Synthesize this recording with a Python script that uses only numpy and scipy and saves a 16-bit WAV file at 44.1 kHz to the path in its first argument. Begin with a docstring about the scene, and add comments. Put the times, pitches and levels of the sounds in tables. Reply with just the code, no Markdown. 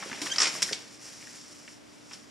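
"""Rubber gloves in a quiet workshop

A rubber glove is pulled onto a hand above a bench: folds pop, the cuff squeaks, judders and snaps.
Then a second glove is rustled between the fingers over a faint electrical hum.
Filtered random grains make the friction, filtered clicks and noise bursts the events,
and a sum of harmonics the squeak; a diffuse room tail and a small microphone complete it."""
import sys
import numpy as np
from scipy import signal
from scipy.fft import rfft, irfft
from scipy.io import wavfile

SR = 44100
rng = np.random.default_rng(int(sys.argv[2]) if len(sys.argv) > 2 else 0)


def inscribe(sig):
    """Save sig as 16-bit PCM at rate SR to the path in sys.argv[1].

    A 1-D sig is mono; a 2-D sig holds one channel per row.
    Samples are clipped to [-1, 1] before scaling.
    """
    pcm = np.round(np.clip(np.atleast_2d(sig).T, -1, 1) * 32767)
    wavfile.write(sys.argv[1], SR, pcm.astype(np.int16))


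N = 101430
T = np.arange(N) / SR

# hum tones: f/Hz, level/dB
HUM_TONES = [(120, -71), (240.5, -66.5), (296.8, -62.5), (595, -75)]
# room noise spectrum: f/Hz, density/dB per Hz
AIR_SPECTRUM = [(25, -108), (45, -101), (62, -93), (120, -89), (215, -84), (360, -85.5), (500, -89.5),
                (1000, -94), (2000, -96.5), (3600, -100), (5500, -104), (9000, -103), (14000, -103)]
# diffuse sound, side against mid: f/Hz, gain/dB
DIFFUSE_WIDTH = [(60, 0.5), (600, 1.5), (1100, 1), (2400, -4.5), (4000, -4.5), (5500, -10), (7500, -6.5),
                 (10000, -5.5), (13000, 5)]
# near sound, stereo spread: f/Hz, side gain/dB
DIRECT_WIDTH = [(100, -16), (1000, -18.5), (3500, -12), (5500, -17.5), (7500, -9), (10000, -1), (13000, -3)]
# left minus right: f/Hz, difference/dB
BALANCE = [(100, -0.7), (500, -1), (1500, 1.8), (5000, 0), (8000, -0.3), (13000, -3.5)]
# microphone response: f/Hz, gain/dB
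MICROPHONE = [(30, -3.5), (4300, 2), (4900, 4.5), (5500, 7), (6400, 1), (7400, 2), (8200, -3.5),
              (10000, -5), (11500, -13), (15000, -22.5)]
# rubber rubbing on rubber and skin: t/s, level/dB
RUB_LEVEL = [(0, -44.5), (0.2, -43.5), (0.262, -34.5), (0.3, -39.5), (0.37, -38.5), (0.48, -40.5),
             (0.565, -35.5), (0.6, -44.5), (0.68, -38), (0.78, -48), (0.9, -53.5), (0.93, -49.5),
             (0.985, -55.5), (1.03, -46), (1.082, -42.5), (1.11, -48), (1.2, -47), (1.28, -48.5),
             (1.365, -45.5), (1.45, -51), (1.53, -48.5), (1.65, -54), (1.73, -51.5), (1.81, -64),
             (1.95, -58.5), (2.04, -60), (2.085, -52.5), (2.14, -46.5), (2.19, -54.5), (2.3, -60.5)]
# friction hiss filter: f/Hz, gain/dB
RUB_COLOUR = [(40, -17), (140, 5), (350, -4.5), (900, -6.5), (2200, -1.5), (3700, -6), (5400, 2), (7200, 1),
              (10000, 0), (14000, -5)]
# lower rustle of the stretched sheet: f/Hz, gain/dB
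PULL_COLOUR = [(40, -31), (130, -4), (240, 6), (650, 2), (1400, -2.5), (2300, 1.5), (4000, -5.5),
               (12000, -20)]
# trapped air leaving the glove: t/s, level/dB, decay/s, f/Hz
PUFFS = [(0.059, -38, 0.0035, 380), (0.114, -40, 0.02, 260), (0.217, -34.5, 0.022, 292),
         (0.551, -41.5, 0.0061, 402), (0.622, -45, .018, 174), (0.7111, -32, 0.0021, 330),
         (0.7201, -31.5, 0.0036, 297)]
# folds popping over: t/s, level/dB, decay/s, centre f/Hz, width/octaves
FOLDS = [(0.0233, -21.5, 0.01, 1150, 1.5), (0.097, -29, 0.0031, 1190, 2.4),
         (0.1134, -23, 0.0068, 1430, 1.43), (0.1285, -21, 0.0042, 1550, 1.26),
         (0.2605, -23.5, 0.0097, 1720, 1.7), (0.2680, -20, 0.0044, 2200, 0.94),
         (0.551, -24.5, .012, 674, 2.1), (0.6234, -14.5, 0.0051, 2080, 0.54),
         (0.687, -20.5, 0.012, 1710, 0.43), (1.2095, -37, .003, 2200, .6),
         (1.2240, -34.5, 0.0059, 2180, 0.54), (1.243, -39, 0.0043, 2200, .7),
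         (1.2714, -30.5, 0.005, 1840, 0.55), (1.6764, -27.5, 0.0054, 2150, 0.63),
         (2.1105, -38.5, 0.022, 1580, 1.9)]
# cuff squeak: t/s, f/Hz, level/dB
SQUEAK = [(0.294, 1504, -73), (0.303, 1539, -49), (0.311, 1580, -51), (0.32, 1586, -30.5),
          (0.326, 1568, -29), (0.330, 1680, -35), (0.337, 1890, -37), (0.345, 2030, -60)]
# squeak harmonics 1-5 at full strength: level/dB
SQUEAK_HARMONICS = [-12, -2, -13, -3.5, -17]
# taut rubber slapping skin: t/s, level/dB, rise/s, decay/s, lower f/Hz, upper f/Hz, relative ring/dB
SNAPS = [(0.2164, -29, 0.00029, 0.015, 380, 14000, -21), (0.3591, -23.5, 0.0018, 0.0041, 1200, 6500, -34),
         (0.6206, -20.5, 0.00035, 0.005, 158, 13300, -30),
         (0.627, -18.5, 0.00044, 0.0096, 3580, 12100, 0.5), (0.723, -28.5, 0.0044, 0.018, 1610, 9200, -24),
         (0.7307, -15.5, 0.00034, 0.0016, 2280, 5650, -28), (1.4105, -45, .001, .008, 3500, 8000, -12),
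         (2.1323, -42.5, 0.0017, 0.018, 1480, 7500, 2)]
# reflections off the bench: delay/s, gain/1
BENCH_ECHOES = [(.0031, 0.5)]
# cuff sticking and slipping on skin: t/s, release/dB, rasp/dB, release f/Hz, rasp upper f/Hz
SLIPS = [(0.3833, 7, -32, 5000, 8000), (0.3898, -5, -27, 5500, 10000), (0.4024, 7, -23, 5300, 11000),
         (0.4112, -5, -26, 5800, 11000), (0.4185, 8, -22, 5400, 11000), (0.4295, -1, -22, 5400, 10000),
         (0.4410, -3, -26, 5000, 8000), (0.4553, 5, -26, 2200, 9000), (0.4698, 4, -25, 2200, 9000)]
# slip filter: f/Hz, gain/dB
SLIP_COLOUR = [(40, -16.5), (140, -41), (300, 1), (600, -7.5), (1200, 2), (2300, 1.5), (3600, -1.5),
               (5200, 2), (9000, 1), (14000, -16)]
# reflections off the metal bed and the bench: delay/s, gain/1
SLIP_ECHOES = [(.00155, 0.79), (.0032, .8)]

ROOM_DB, ROOM_ONSET_S, ROOM_SPLIT_HZ = -10.5, 0.0031, 5600
ROOM_T60_S, ROOM_TREBLE_T60_S = 0.48, 0.3
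SPREAD_RISE_S, SPREAD_DECAY_S = 0.00011, 0.001
CUTOFF_HZ = 15500
GRAINS_PER_S, GRAIN_SPREAD_DB, RUB_FLUTTER_DB = 5400, 1, 1.1
TICKS_PER_S, TICK_DB, TICK_SPREAD_DB = 120, 13, 2
PULL_END_S, PULL_RELEASE_S, PULL_DB = 0.66, 0.14, -39.5
PUFF_RISE_S, PUFF_OCTAVES = 0.0015, 0.69
FOLD_RISE_S = 0.0012
SQUEAK_THINS_DB, SQUEAK_RELEASE_S = 12, 0.008
SQUEAK_TILT_DB_PER_DB, SQUEAK_JITTER = 0.23, 0.0077  # tilt per harmonic; jitter as a fraction of pitch
SNAP_RING_HZ, SNAP_RING_DECAY_S, SNAP_RING_WANDER_RAD = 5530, 0.0025, 0.2
RASP_RISE_S, RASP_DECAY_S = 0.0035, 0.016
RELEASE_OCTAVES, RELEASE_CLICK_DB = 0.26, -8


def from_db(db):
    """Decibels to amplitude gain."""
    return 10 ** (np.asarray(db) / 20)


def convolve(x, response):
    """Filter by an impulse response."""
    return signal.fftconvolve(x, response)[:N]


def colour(x, points):
    """Minimum-phase filter through (f/Hz, gain/dB) points, by folding the cepstrum."""
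    hz, db = np.transpose(points)
    size = 8192
    grid_hz = np.maximum(np.arange(size // 2 + 1) * SR / size, 1)
    gain = from_db(np.interp(np.log(grid_hz), np.log(hz), db))
    cepstrum = irfft(np.log(gain))
    cepstrum[1:size // 2] *= 2
    cepstrum[size // 2 + 1:] = 0
    return convolve(x, irfft(np.exp(rfft(cepstrum))))


def band(x, low_hz, high_hz):
    """Butterworth band-pass."""
    sos = signal.butter(2, [low_hz, high_hz], "band", fs=SR, output="sos")
    return signal.sosfilt(sos, x + 1e-18)  # offset avoids denormals


def around(x, hz, octaves):
    """Band-pass about a centre."""
    half = 2 ** (octaves / 2)
    return band(x, hz / half, hz * half)


def drift(points_per_s):
    """Random wander: straight lines between normal random points."""
    return np.interp(T * points_per_s, np.arange(N), rng.standard_normal(N))


def envelope(start_s, rise_s, decay_s):
    """Straight rise, exponential fall."""
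    rise = np.clip((T - start_s) / rise_s, 0, 1)
    return rise * np.exp(-np.maximum(T - start_s - rise_s, 0) / decay_s)


def burst(start_s, rise_s, decay_s):
    """Random-sign noise under an envelope: a dying shower of tiny contacts."""
    return envelope(start_s, rise_s, decay_s) * rng.choice([-1., 1.], N)


def echoes(x, rows):
    """Adds delayed copies: reflections from close surfaces."""
    return x + sum(gain * np.interp(T - delay_s, T, x, left=0) for delay_s, gain in rows)


def background():
    """Room noise plus hum tones of slightly wavering phase."""
    hum = np.zeros(N)
    for hz, db in HUM_TONES:
        phase = 2 * np.pi * (hz * T + rng.random()) + 0.2 * drift(6)
        hum += from_db(db) * np.sqrt(2) * np.sin(phase)
    air = rng.standard_normal(N) * np.sqrt(SR / 2)  # unit power per Hz
    return hum + colour(air, AIR_SPECTRUM)


def room(x):
    """Diffuse tail of decaying noise; its treble dies sooner."""
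    decay_s = ROOM_T60_S / np.log(1000)
    treble_decay_s = ROOM_TREBLE_T60_S / np.log(1000)
    low = band(rng.standard_normal(N), 60, ROOM_SPLIT_HZ)
    treble = band(rng.standard_normal(N), ROOM_SPLIT_HZ, CUTOFF_HZ)
    tail = low * envelope(0.005, ROOM_ONSET_S, decay_s)
    tail += treble * envelope(0.003, ROOM_ONSET_S, treble_decay_s)
    return from_db(ROOM_DB) * convolve(x, tail) / np.sqrt(SR * decay_s / 2)


def grains():
    """Dense tiny catches of random sign and uneven size, rms 1."""
    hits = (rng.random(N) < GRAINS_PER_S / SR) * rng.choice([-1, 1], N)
    x = hits * from_db(GRAIN_SPREAD_DB * np.minimum(rng.exponential(1, N), 5))
    return x / (x.std() + 1e-12)


def ticks():
    """Sparse, larger catches of rubber on rubber, echoed by the bench."""
    size_db = TICK_DB + TICK_SPREAD_DB * np.clip(rng.standard_normal(N), -2, 2)
    hits = (rng.random(N) < TICKS_PER_S / SR) * from_db(size_db)
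    return echoes(band(hits, 510, 6200), BENCH_ECHOES)


def rubbing():
    """Fluttering friction hiss, with a lower rustle while the sheet is under tension."""
    hiss_db = np.interp(T, *np.transpose(RUB_LEVEL)) + RUB_FLUTTER_DB * drift(70)
    hiss = (grains() + ticks()) * from_db(hiss_db)
    tension = np.exp(-np.maximum(T - PULL_END_S, 0) / PULL_RELEASE_S)
    pull = grains() * from_db(PULL_DB + RUB_FLUTTER_DB * drift(48.6)) * tension
    return colour(hiss, RUB_COLOUR) + colour(pull, PULL_COLOUR)


def puffs():
    """Trapped air escapes: low, heavily damped thuds of flattened narrow-band noise."""
    out = np.zeros(N)
    for start_s, db, decay_s, hz in PUFFS:
        air = signal.hilbert(around(rng.standard_normal(N), hz, PUFF_OCTAVES))
        steady = np.cos(np.angle(air))  # phase only, constant amplitude
        thud = around(steady * envelope(start_s, PUFF_RISE_S, decay_s), hz, 2.4)
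        out += from_db(db) * thud * np.sqrt(2)
    return out


def folds():
    """Folds pop over: dull noise bursts, each in its own band."""
    out = np.zeros(N)
    for start_s, db, decay_s, hz, octaves in FOLDS:
        out += from_db(db) * around(burst(start_s, FOLD_RISE_S, decay_s), hz, octaves)
    return out


def squeak():
    """Regular stick-slip: a rising tone, brighter as it swells; overtones fade as the grip lets go."""
    t_s, hz, db = np.transpose(SQUEAK)
    level_db, pitch_hz = np.interp(T, t_s, db), np.interp(T, t_s, hz)
    phase = 2 * np.pi * np.cumsum(pitch_hz * (1 + SQUEAK_JITTER * drift(600))) / SR
    thinning_db = -SQUEAK_THINS_DB * np.clip((T - t_s[db.argmax()]) / SQUEAK_RELEASE_S, 0, 1)
    below_peak_db = level_db - db.max()
    tone = np.zeros(N)
    for k, harmonic_db in enumerate(SQUEAK_HARMONICS):
        tilt_db = SQUEAK_TILT_DB_PER_DB * (k - 3) * below_peak_db
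        part_db = level_db + harmonic_db + tilt_db + (k > 0) * thinning_db
        tone += from_db(part_db) * np.sin((k + 1) * phase)
    return np.sqrt(2) * tone * (T > t_s[0]) * (T < t_s[-1])


def snaps():
    """Taut rubber slaps skin: a broad crack with bench echo and a brief bright ring of the sheet."""
    out = np.zeros(N)
    for start_s, db, rise_s, decay_s, low_hz, high_hz, ring_db in SNAPS:
        phase = 2 * np.pi * SNAP_RING_HZ * (T - start_s) + SNAP_RING_WANDER_RAD * drift(810)
        ring = np.sin(phase) * envelope(start_s, rise_s, SNAP_RING_DECAY_S)
        crack = echoes(band(burst(start_s, rise_s, decay_s), low_hz, high_hz), BENCH_ECHOES)
        out += from_db(db) * (crack + from_db(ring_db) * ring)
    return out


def slips():
    """Cuff judder: each slip is a sharp, briefly pitched release and a short rasp."""
    rasps, releases = np.zeros(N), np.zeros(N)
    for start_s, release_db, rasp_db, hz, top_hz in SLIPS:
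        click = from_db(release_db) * (np.arange(N) == int(start_s * SR))
        releases += around(click, hz, RELEASE_OCTAVES)
        releases += from_db(RELEASE_CLICK_DB) * band(click, 100, 3600)
        rasps += band(from_db(rasp_db) * burst(start_s, RASP_RISE_S, RASP_DECAY_S), 60, top_hz)
    return colour(rasps + echoes(releases, SLIP_ECHOES), SLIP_COLOUR)


def scene():
    """Mid/side stereo: glove close and central, with its treble spread wide and the room around it."""
    glove = rubbing() + puffs() + folds() + squeak() + snaps() + slips()
    spread = rng.standard_normal(N) * envelope(0, SPREAD_RISE_S, SPREAD_DECAY_S)
    glove_side = convolve(glove, spread / np.linalg.norm(spread))
    mid = glove + room(glove) + background()
    side = colour(room(glove) + background(), DIFFUSE_WIDTH) + colour(glove_side, DIRECT_WIDTH)
    channels = []
    for sign in (1, -1):  # left, right
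        balance = [(hz, sign * db / 2) for hz, db in BALANCE]
        channels.append(colour(mid + sign * side, balance))
    return np.array(channels)


def record(dry):
    """Small microphone with a presence peak, then a steep low-pass."""
    heard = np.array([colour(channel, MICROPHONE) for channel in dry])
    low_pass = signal.ellip(10, 0.1, 80, CUTOFF_HZ, fs=SR, output="sos")
    return signal.sosfilt(low_pass, heard)


dry = scene()
out = record(dry)
inscribe(out)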